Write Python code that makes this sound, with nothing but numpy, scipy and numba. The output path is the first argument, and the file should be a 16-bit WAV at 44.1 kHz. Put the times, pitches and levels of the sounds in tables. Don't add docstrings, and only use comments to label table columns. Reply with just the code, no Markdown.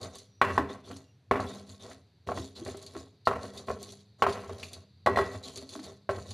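import sys
import numpy as np
from scipy import signal
from scipy.fft import rfft, irfft
from scipy.io import wavfile
from scipy.ndimage import uniform_filter1d
from numba import njit

SR = 44100
rng = np.random.default_rng(int(sys.argv[2]) if len(sys.argv) > 2 else 0)


def dump_mix(stems):
    frames = np.atleast_2d(stems).T
    limited = np.clip(frames, -1, 1)
    pcm = np.round(limited * 32767).astype(np.int16)
    wavfile.write(sys.argv[1], SR, pcm)


N = 279153

# (time [s], thud [dB], clack [dB], ring [dB], edge [dB])
BLOWS = [(0.4154, -26, -14.5, -22, -40), (0.5786, -24.5, -15.5, -30.5, -42.5),
         (0.913, -72, -48, -53.5, -57), (1.3118, -21, -17.5, -28.5, -43.5),
         (1.357, -32.5, -28, -38.5, -55.5), (1.398, -38, -28, -62, -63), (1.914, -59.5, -56.5, -50.5, -59),
         (2.273, -45.5, -57.5, -51, -53), (2.289, -33.5, -29, -50, -73), (2.318, -34, -31.5, -50, -56),
         (2.375, -38, -36, -44.5, -50), (2.663, -37.5, -47, -47, -66), (2.686, -40, -71, -51, -61),
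         (2.952, -71, -46, -54.5, -64), (2.966, -50.5, -47, -53, -66), (3.272, -24, -15.5, -31, -38.5),
         (3.313, -31.5, -26.5, -46.5, -60.5), (3.6848, -39, -33, -45, -60.5), (3.703, -29, -33, -47, -62),
         (4.2225, -24.5, -15.5, -26.5, -38), (4.24, -39.5, -20.5, -36.5, -69), (4.266, -28, -19, -38, -46),
         (4.495, -41, -41.5, -69, -64), (4.629, -52, -56, -58, -53), (5.062, -27, -24.5, -31.5, -40.5),
         (5.072, -22, -16, -52, -46.5), (5.16, -31, -47, -46, -46), (5.173, -25.5, -20, -38, -42),
         (5.189, -32.5, -19, -43, -43.5), (5.754, -48, -42, -59, -70), (5.793, -60, -48.5, -56, -62),
         (6.092, -26, -27.5, -38, -52.5)]
BAND_EDGES = [750, 1600, 3000]
# (frequency [Hz], level [dB])
CONTACT_SPECTRUM = [(50, -46), (90, -26.5), (170, -14.5), (300, 1.5), (600, 11), (1200, -1), (1500, -4),
                    (1800, -6.5), (2500, -9.5), (4200, -14), (5500, -21), (8000, -26), (13000, -30.5)]
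# (frequency [Hz], level [dB], t60 [s])
MORTAR_MODES = [(270, -12.5, 0.066), (401, -6.5, 0.24), (518.2, -6.5, 0.2), (641, -7.5, 0.08),
                (705.5, -4, 0.037), (836, -1, 0.019), (920, -8.5, 0.049), (1047, -3, 0.031),
                (1088, 7, 0.067), (1170, -7, 0.042), (1304, 4.5, 0.02), (1380, -28, .05),
                (1554, -11, 0.066), (1750, -8, 0.063), (1920, 0.5, 0.028), (1897, -14, 0.02),
                (2245, -8, 0.034), (2510, -25, 0.28), (2700, -21.5, 0.4), (2880, -26.5, 0.29),
                (3390, -32, 0.064), (4170, -20, 0.021)]
# (time [s], level [dB])
PESTLE_CLINKS = [(.416, -34), (5.062, -31.5), (5.16, -32.5), (5.186, -35.5)]
# (frequency [Hz], level [dB], t60 [s])
BENDING_MODES = [(1902, -2.5, 0.2), (1930, 2, 0.29), (1998, -6.5, 0.3), (3462, -8.5, 0.093),
                 (4114, -6, 0.098)]
# (time [s], length [s], rumble [dB], rasp [dB], paste [dB], judder [Hz])
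RIM_ROLLS = [(0.435, 0.11, -30, -28.5, -68, 415.3), (0.595, 0.21, -37, -41, -77, 290),
             (1.33, 0.061, -32.5, -32, -67, 361.6), (2.265, .1, -35, -56.5, -53.5, 363),
             (3.29, 0.095, -31, -36.5, -56, 566), (4.27, 0.17, -33.5, -35, -46, 440.5),
             (5.09, 0.14, -32.5, -38, -56.5, 412), (5.2, 0.098, -34.5, -38.5, -48, 414),
             (6.09, 0.034, -34, -39.5, -49, 529)]
# (time [s], length [s], rumble [dB], paste [dB], rocking [dB], judder [Hz])
RUSTLES = [(0.0, 0.04, -34, -46.5, -37.5, 463), (0.127, 0.035, -48, -46.5, -55, 470),
           (0.506, 0.036, -45, -48.5, -38.5, 422), (0.681, 0.027, -42.5, -52, -60.5, 380),
           (0.835, .14, -44.5, -54.5, -51.5, 321), (1.389, 0.0253, -35, -54, -33, 335),
           (1.434, 0.16, -42, -52.5, -52, 430), (1.664, 0.05, -50, -51.5, -43.5, 250),
           (1.791, 0.13, -43.5, -53, -62, 383.5), (2.33, 0.11, -46.5, -47.5, -42.5, 385),
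           (2.548, 0.051, -40.5, -51.5, -41, 315), (2.648, 0.056, -37.5, -46.5, -42, 409.6),
           (2.731, 0.18, -50.5, -58, -65, 287.5), (2.923, 0.085, -44.5, -52.5, -49, 350),
           (3.397, .06, -40, -49, -47, 508.6), (3.521, 0.079, -43.5, -51, -52, 500),
           (3.663, 0.044, -34, -48, -44, 454.4), (3.786, 0.14, -49.5, -50.5, -56.5, 340),
           (3.969, 0.012, -68, -64, -92.5, 385), (4.181, 0.018, -45.5, -52.5, -51, 305.3),
           (4.456, 0.1, -41, -56, -43.5, 462), (4.579, 0.067, -45.5, -47.5, -48, 394),
           (4.707, 0.054, -47.5, -57, -46, 450), (5.301, 0.058, -41.5, -53, -42, 481),
           (5.423, .075, -43.5, -46.5, -73, 351), (5.542, 0.084, -44.5, -53, -54, 330),
           (5.685, 0.053, -47, -45, -74, 318), (5.807, 0.085, -42.5, -53, -66, 318),
           (6.145, .055, -42.5, -52.5, -40.5, 497), (6.248, 0.054, -46, -50, -42, 400)]
# (frequency [Hz], level [dB])
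RASP_SPECTRUM = [(40, -32.5), (90, -10), (150, -1), (330, -11.5), (700, 9), (1200, 2.5), (2000, -6),
                 (3000, -27), (5000, -34.5)]
# (time [s], level [dB], pitch [Hz])
HEEL_GROANS = [(0.591, -20.5, 284.4), (0.923, -37, 279.4), (1.333, -30, 264), (2.382, -30.5, 336.4),
               (2.614, -30.5, 327), (2.954, -31.5, 340), (3.726, -47.5, 235), (4.266, -24, 395),
               (5.076, -20, 396.6), (5.187, -22, 384), (5.756, -32.5, 304), (5.79, -34.5, 310),
               (6.099, -30, 398)]
# (frequency [Hz], level [dB])
SNAP_SPECTRUM = [(1000, -35.5), (2000, -5), (3000, -4.5), (3700, 3), (4500, 9.5), (5300, -7.5), (6600, 1.5),
                 (8200, -8.5), (10000, -4), (12000, -20), (13500, -23.5)]
# (frequency [Hz], level [dB])
PASTE_POCKETS = [(3500, -0.5), (4000, -1), (4550, -7), (5600, -5.5), (6500, -3.5), (7600, -15),
                 (9700, -11.5), (11300, -18)]
# (time [s], level [dB], pitch [Hz], shell tick over the snap [dB])
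SEED_BURSTS = [(0.0138, -41, 4650, -7), (0.0297, -34.5, 4240, -10.5), (0.1557, -42.5, 4060, 6),
               (0.185, -41, 6660, 2.5), (0.969, -43, 6530, 2), (1.4016, -37.5, 3880, -15),
               (2.6498, -39, 3810, 0.5), (2.7717, -46.5, 3430, 6), (2.827, -44.5, 4370, 5.5),
               (2.864, -36, 4600, -6), (3.5759, -38.5, 4340, -6.5), (3.829, -38.5, 4460, 8.5),
               (3.922, -42.5, 6570, 4), (4.325, -35, 3920, -17.5), (4.5964, -43, 3630, -12),
               (4.6314, -39.5, 4620, -12), (4.684, -47, 6460, -6), (4.7322, -35, 4260, 1.5),
               (5.4369, -42.5, 3770, -9), (5.5584, -36, 6900, 1), (5.5738, -35.5, 3430, 2),
               (5.6912, -36, 4360, -17), (5.795, -44, 4400, -16), (5.84, -40, 4400, -1),
               (6.3058, -35, 4260, -19)]
# (time [s], level [dB], pitch [Hz], length [s])
FIZZES = [(0.683, -43.5, 3600, 0.052), (0.835, -49, 3500, 0.048), (1.46, -44, 3760, 0.1),
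          (1.789, -47, 3640, 0.043), (2.549, -38, 4060, 0.048), (3.252, -36, 4300, 0.021),
          (3.567, -43, 3600, 0.029), (4.629, -30, 2590, 0.012), (5.43, -35.5, 4030, 0.038)]
# (frequency [Hz], level [dB], t60 [s])
REVERB_BANDS = [(98.9, 0, 0.48), (246.6, -17, 0.47), (557, -9.5, 0.4), (1167, -7.5, 0.24), (1960, -8, 0.27),
                (3894, -14, 0.78), (7950, -10.5, 0.11), (12920, -14.5, 0.24)]
# (frequency [Hz], level [dB], t60 [s])
KITCHEN_MODES = [(88.7, -30, 0.21), (143.9, -46.5, 0.93), (199.8, -44, 0.91), (268.4, -36, 0.3),
                 (415.5, -53, 0.94)]
# (frequency [Hz], gain [dB])
MIC_POSITION = [(120, -3.5), (165, -1), (200, 3), (280, 0), (315, -4), (345, -4.5), (380, 1.5), (450, 3),
                (520, -2), (555, -1), (600, 0), (700, 1), (800, -5), (1250, -1.5), (1360, 0), (1600, -0.5)]
# (frequency [Hz], gain [dB])
SIDE_SHARE = [(4400, -11), (5200, -8), (6000, -3), (8000, -3), (10000, -3), (12500, 0)]
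# (time [s], level [dB], pitch [Hz], length [s])
FAINT_WHISTLES = [(0.25, -76, 5780, 0.19), (1.005, -81, 5740, 0.18), (1.012, -79, 2800, 0.12)]
# (frequency [Hz], level [dB])
HISS_SPECTRUM = [(2800, -35), (3400, -14.5), (3700, -2), (4750, -1), (5100, -20), (6000, -48)]
# (time [s], level [dB])
HISS_LEVELS = [(0, -76), (1.3, -87), (2.1, -78), (4.1, -74.5), (5.0, -74), (6.33, -75)]
# (frequency [Hz], level [dB])
ROOM_TONE_SPECTRUM = [(25, -2.5), (60, -15), (94, 19.5), (130, 9.5), (250, -3.5), (500, -11), (1200, -20),
                      (2100, -20), (3200, -22.5), (4300, -22.5), (5100, -29), (6000, -26), (7000, -34),
                      (13000, -38)]


def knocks(cushion_s=0.00009, clatter_db=-20, clatter_s=0.012, chatter_db=-34, chatter_s=0.0032,
           ring_db=-13, spot_db=2, detune=0.013, band_trim_db=(-1, 0, -3, 0)):
    out, lead = np.zeros(N), SR // 100
    stone = ring(MORTAR_MODES, length_s=0.25)
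    t = np.arange(len(stone)) / SR
    contact = t * np.exp(-t / cushion_s)
    contact /= contact.sum()
    for s, *band_db in BLOWS:
        grains = rng.standard_normal(len(t))
        crack = colour(contact + undb(clatter_db) * grains * np.exp(-t / clatter_s), CONTACT_SPECTRUM)
        spot = np.array(MORTAR_MODES, float)
        spot[:, 1] += spot_db * rng.standard_normal(len(spot))
        spot[:, 0] *= 1 + detune * rng.standard_normal(len(spot))
        drive = contact + undb(chatter_db) * grains * np.exp(-t / chatter_s)
        tone = signal.fftconvolve(drive, ring(spot, length_s=0.25))[:len(t)] / np.abs(stone).max()
        bands = split(np.pad(crack + undb(ring_db) * tone, (lead, 0)), BAND_EDGES)
        attack_rms = np.sqrt(uniform_filter1d(bands ** 2, size=350, axis=1).max(axis=1))
        weights = undb(np.add(band_db, band_trim_db)) / attack_rms
        add(out, s - lead / SR, weights @ bands)
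    return out


def clinks():
    out, tone = np.zeros(N), ring(BENDING_MODES, length_s=0.4)
    for s, db in PESTLE_CLINKS:
        add(out, s, undb(db) * tone)
    return out


def rubbing(rumble_db=-5, rasp_db=-3, rustle_rasp_db=-10, ring_db=-29, judder_db=11):
    jolts = grit(per_s=1300, spread_db=1, bunch_hz=68.37, bunch_db=4)
    bowl = signal.fftconvolve(jolts, ring(MORTAR_MODES, length_s=0.18))[:N]
    judder = resonate(jolts, judder_pitch(RIM_ROLLS + RUSTLES), q=1.5)
    body = colour(jolts, RASP_SPECTRUM) + undb(ring_db) * bowl + undb(judder_db) * judder
    low, high = split(body, BAND_EDGES[:1])
    rustle = strokes(RUSTLES, column=2, attack_s=0.041, sag_db_per_s=26.5, release_s=0.05)
    rumble = unit(low) * (rolling(column=2) + rustle)
    rasp = unit(high) * (rolling(column=3) + undb(rustle_rasp_db) * rustle)
    return undb(rumble_db) * rumble + undb(rasp_db) * rasp


def judder_pitch(moves):
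    middle_s, hz = np.transpose(sorted((s + length_s / 2, hz) for s, length_s, *_, hz in moves))
    return np.interp(np.arange(N) / SR, middle_s, hz)


def strokes(moves, column, attack_s, sag_db_per_s, release_s):
    gain, t = np.zeros(N), np.arange(SR) / SR
    for move in moves:
        s, length_s = move[:2]
        attack = np.minimum(t / attack_s, 1)
        release = np.exp(-np.maximum(t - length_s, 0) / release_s)
        add(gain, s, undb(move[column] - sag_db_per_s * t) * attack * release)
    return gain


def rolling(column):
    return strokes(RIM_ROLLS, column, attack_s=0.008, sag_db_per_s=71, release_s=0.06)


def groans(trim_db=-2, swell_s=0.01, waver=0.06):
    out, t = np.zeros(N), np.arange(SR // 7) / SR
    swell = t / swell_s * np.exp(1 - t / swell_s)
    for s, db, hz in HEEL_GROANS:
        drift = unit(uniform_filter1d(rng.standard_normal(len(t)), size=300))
        tone = np.sin(2 * np.pi * np.cumsum(hz * (1 + waver * drift)) / SR)
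        add(out, s, undb(db + trim_db) * tone * swell)
    return out


def crushing(trim_db=-2.5, squash=0.047):
    husks = unit(colour(grit(per_s=900, spread_db=6, bunch_hz=60, bunch_db=4.5), SNAP_SPECTRUM))
    cells = np.zeros(N)
    for hz, db in PASTE_POCKETS:
        pops = grit(per_s=420, spread_db=4.5, bunch_hz=30, bunch_db=6.5)
        bend = np.clip(1 + squash * wander(per_s=16), 0.5, 1.5)
        cells += undb(db) * resonate(pops, hz * bend, q=17.0)
    rustle = strokes(RUSTLES, column=3, attack_s=0.04, sag_db_per_s=9, release_s=0.042)
    return undb(trim_db) * unit(husks + unit(cells)) * (rolling(column=4) + rustle)


def seeds(trim_db=1, snap_s=0.014, focus_db=4, shell_s=0.0016):
    out, t = np.zeros(N), np.arange(SR // 20) / SR
    shell_spectrum = [(2500, -28.5), (4000, -3.5), (6500, 7), (10500, -1), (13000, -8)]
    for s, db, hz, shell_db in SEED_BURSTS:
        grains = rng.standard_normal(len(t))
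        burst = colour(grains * np.exp(-t / snap_s), SNAP_SPECTRUM)
        snap = colour(burst, [(hz / 2, 0), (hz, focus_db), (hz * 2, 0)])
        shell = colour(grains * np.exp(-t / shell_s), shell_spectrum)
        seed = snap / np.abs(snap).max() + undb(shell_db) * shell / np.abs(shell).max()
        add(out, s, undb(db + trim_db) * seed)
    return out


def fizzes(trim_db=-1):
    out = np.zeros(N)
    for s, db, hz, length_s in FIZZES:
        size = int(length_s * SR)
        fizz = resonate(rng.standard_normal(SR)[:size], np.full(size, float(hz)), q=13.0)
        fizz *= signal.windows.tukey(size)
        add(out, s, undb(db + trim_db) * fizz / np.abs(fizz).max())
    return out


def worktop(trim_db=-1, roll_db=-7):
    boom = narrow_noise(N, hz=92, q=4.4)
    boom /= np.sqrt(uniform_filter1d(boom ** 2, size=8000))
    rocking = strokes(RUSTLES, column=4, attack_s=0.066, sag_db_per_s=6, release_s=0.034)
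    return undb(trim_db) * boom * (rocking + undb(roll_db) * rolling(column=2))


def wall_echoes(x, build_s=0.0019):
    hz, db, t60 = np.transpose(REVERB_BANDS)
    t = np.arange(SR) / SR
    bands = split(rng.standard_normal(SR), np.sqrt(hz[1:] * hz[:-1]))
    fades = np.exp(-np.log(1000) * t / t60[:, None]) * (1 - np.exp(-t / build_s))
    fades /= np.sqrt(np.sum(fades ** 2, axis=1, keepdims=True))
    return signal.fftconvolve(x, undb(db) @ (bands * fades))[:N]


def room_boom(x, gain_db=-15):
    return undb(gain_db) * signal.fftconvolve(x, ring(KITCHEN_MODES, length_s=1.0))[:N]


def whistles():
    out = np.zeros(N)
    for s, db, hz, length_s in FAINT_WHISTLES:
        tone, size = unit(narrow_noise(SR, hz, q=22.0)), int(length_s * SR)
        add(out, s, undb(db) * tone[:size] * signal.windows.tukey(size))
    return out


def hiss():
    s, db = np.transpose(HISS_LEVELS)
    gain = undb(np.interp(np.arange(N) / SR, s, db))
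    return gain * unit(colour(rng.standard_normal(N), HISS_SPECTRUM))


def room_tone():
    return undb(-61) * unit(colour(rng.standard_normal(N), ROOM_TONE_SPECTRUM))


def grit(per_s, spread_db, bunch_hz, bunch_db):
    sizes = undb(spread_db * np.minimum(rng.exponential(size=N), np.pi)) * rng.choice([-1, 1], N)
    catch = undb(bunch_db * wander(bunch_hz))
    clicks = (rng.random(N) < per_s / SR) * sizes * catch
    return clicks / np.sqrt(uniform_filter1d(clicks ** 2, size=SR // 10) + 1e-9)


def ring(modes, length_s):
    hz, db, t60 = np.transpose(modes)[:, :, None]
    t = np.arange(int(length_s * SR)) / SR
    return np.sum(undb(db) * np.exp(-np.log(1000) * t / t60) * np.sin(2 * np.pi * hz * t), axis=0)


def narrow_noise(size, hz, q):
    centre = np.full(size, float(hz))
    return resonate(resonate(rng.standard_normal(size), centre, q), centre, q)


@njit
def resonate(x, hz, q):
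    y, band_state, low_state = np.empty(len(x)), 0., 0.
    for i in range(len(x)):
        g = np.tan(np.pi * hz[i] / SR)
        band = (band_state + g * (x[i] - low_state)) / (1 + g * (g + 1 / q))
        band_state = 2 * band - band_state
        low_state += 2 * g * band
        y[i] = band / q
    return y


def colour(x, points, size=4096):
    hz, db = np.transpose(points)
    bin_hz = np.fft.rfftfreq(size, 1 / SR) + 1
    log_gain = np.log(undb(np.interp(np.log(bin_hz), np.log(hz), db)))
    cepstrum = irfft(log_gain)[:size // 2]
    cepstrum[1:] *= 2
    impulse = irfft(np.exp(rfft(cepstrum, size)))
    return signal.fftconvolve(x, impulse)[:len(x)]


def split(x, edges_hz):
    low_passes = [signal.butter(N=4, Wn=hz, fs=SR, output="sos") for hz in edges_hz]
    lows = [signal.sosfiltfilt(sos, x, padtype=None) for sos in low_passes]
    return np.diff([0 * x, *lows, x], axis=0)


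def wander(per_s):
    return np.interp(np.arange(N) / SR * per_s, np.arange(N), rng.standard_normal(N))


def add(track, s, sound):
    i = max(int(s * SR), 0)
    track[i:i + len(sound)] += sound[:max(N - i, 0)]


def undb(db):
    return 10 ** (np.asarray(db) / 20)


def unit(x):
    return x / np.sqrt(np.mean(x ** 2))


def scene(scatter_db=-5, side_tone_db=-10, spread_hz=4350):
    crackle = crushing()
    direct = knocks() + clinks() + rubbing() + groans() + crackle + fizzes() + seeds()
    mid_tone, side_tone = room_tone(), room_tone()
    at_mic = colour(direct + wall_echoes(direct) + room_boom(direct), MIC_POSITION)
    mid = at_mic + worktop() + whistles() + hiss() + mid_tone
    scatter = rng.standard_normal(SR // 60) * np.linspace(1, 0, SR // 60) ** 2
    scattered = signal.fftconvolve(crackle, scatter / np.linalg.norm(scatter))[:N]
    spread = wall_echoes(direct) + undb(scatter_db) * scattered + undb(side_tone_db) * side_tone
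    treble_only = signal.butter(N=24, Wn=spread_hz, btype="high", fs=SR, output="sos")
    side = signal.sosfilt(treble_only, colour(spread, SIDE_SHARE))
    return np.array([mid + side, mid - side])


def record(dry, low_cut_hz=66, top_hz=13200):
    thin = signal.sosfilt(signal.butter(N=4, Wn=low_cut_hz, btype="high", fs=SR, output="sos"), dry)
    return signal.sosfilt(signal.ellip(N=10, rp=0.2, rs=80, Wn=top_hz, fs=SR, output="sos"), thin)


dry = scene()
out = record(dry)
dump_mix(out)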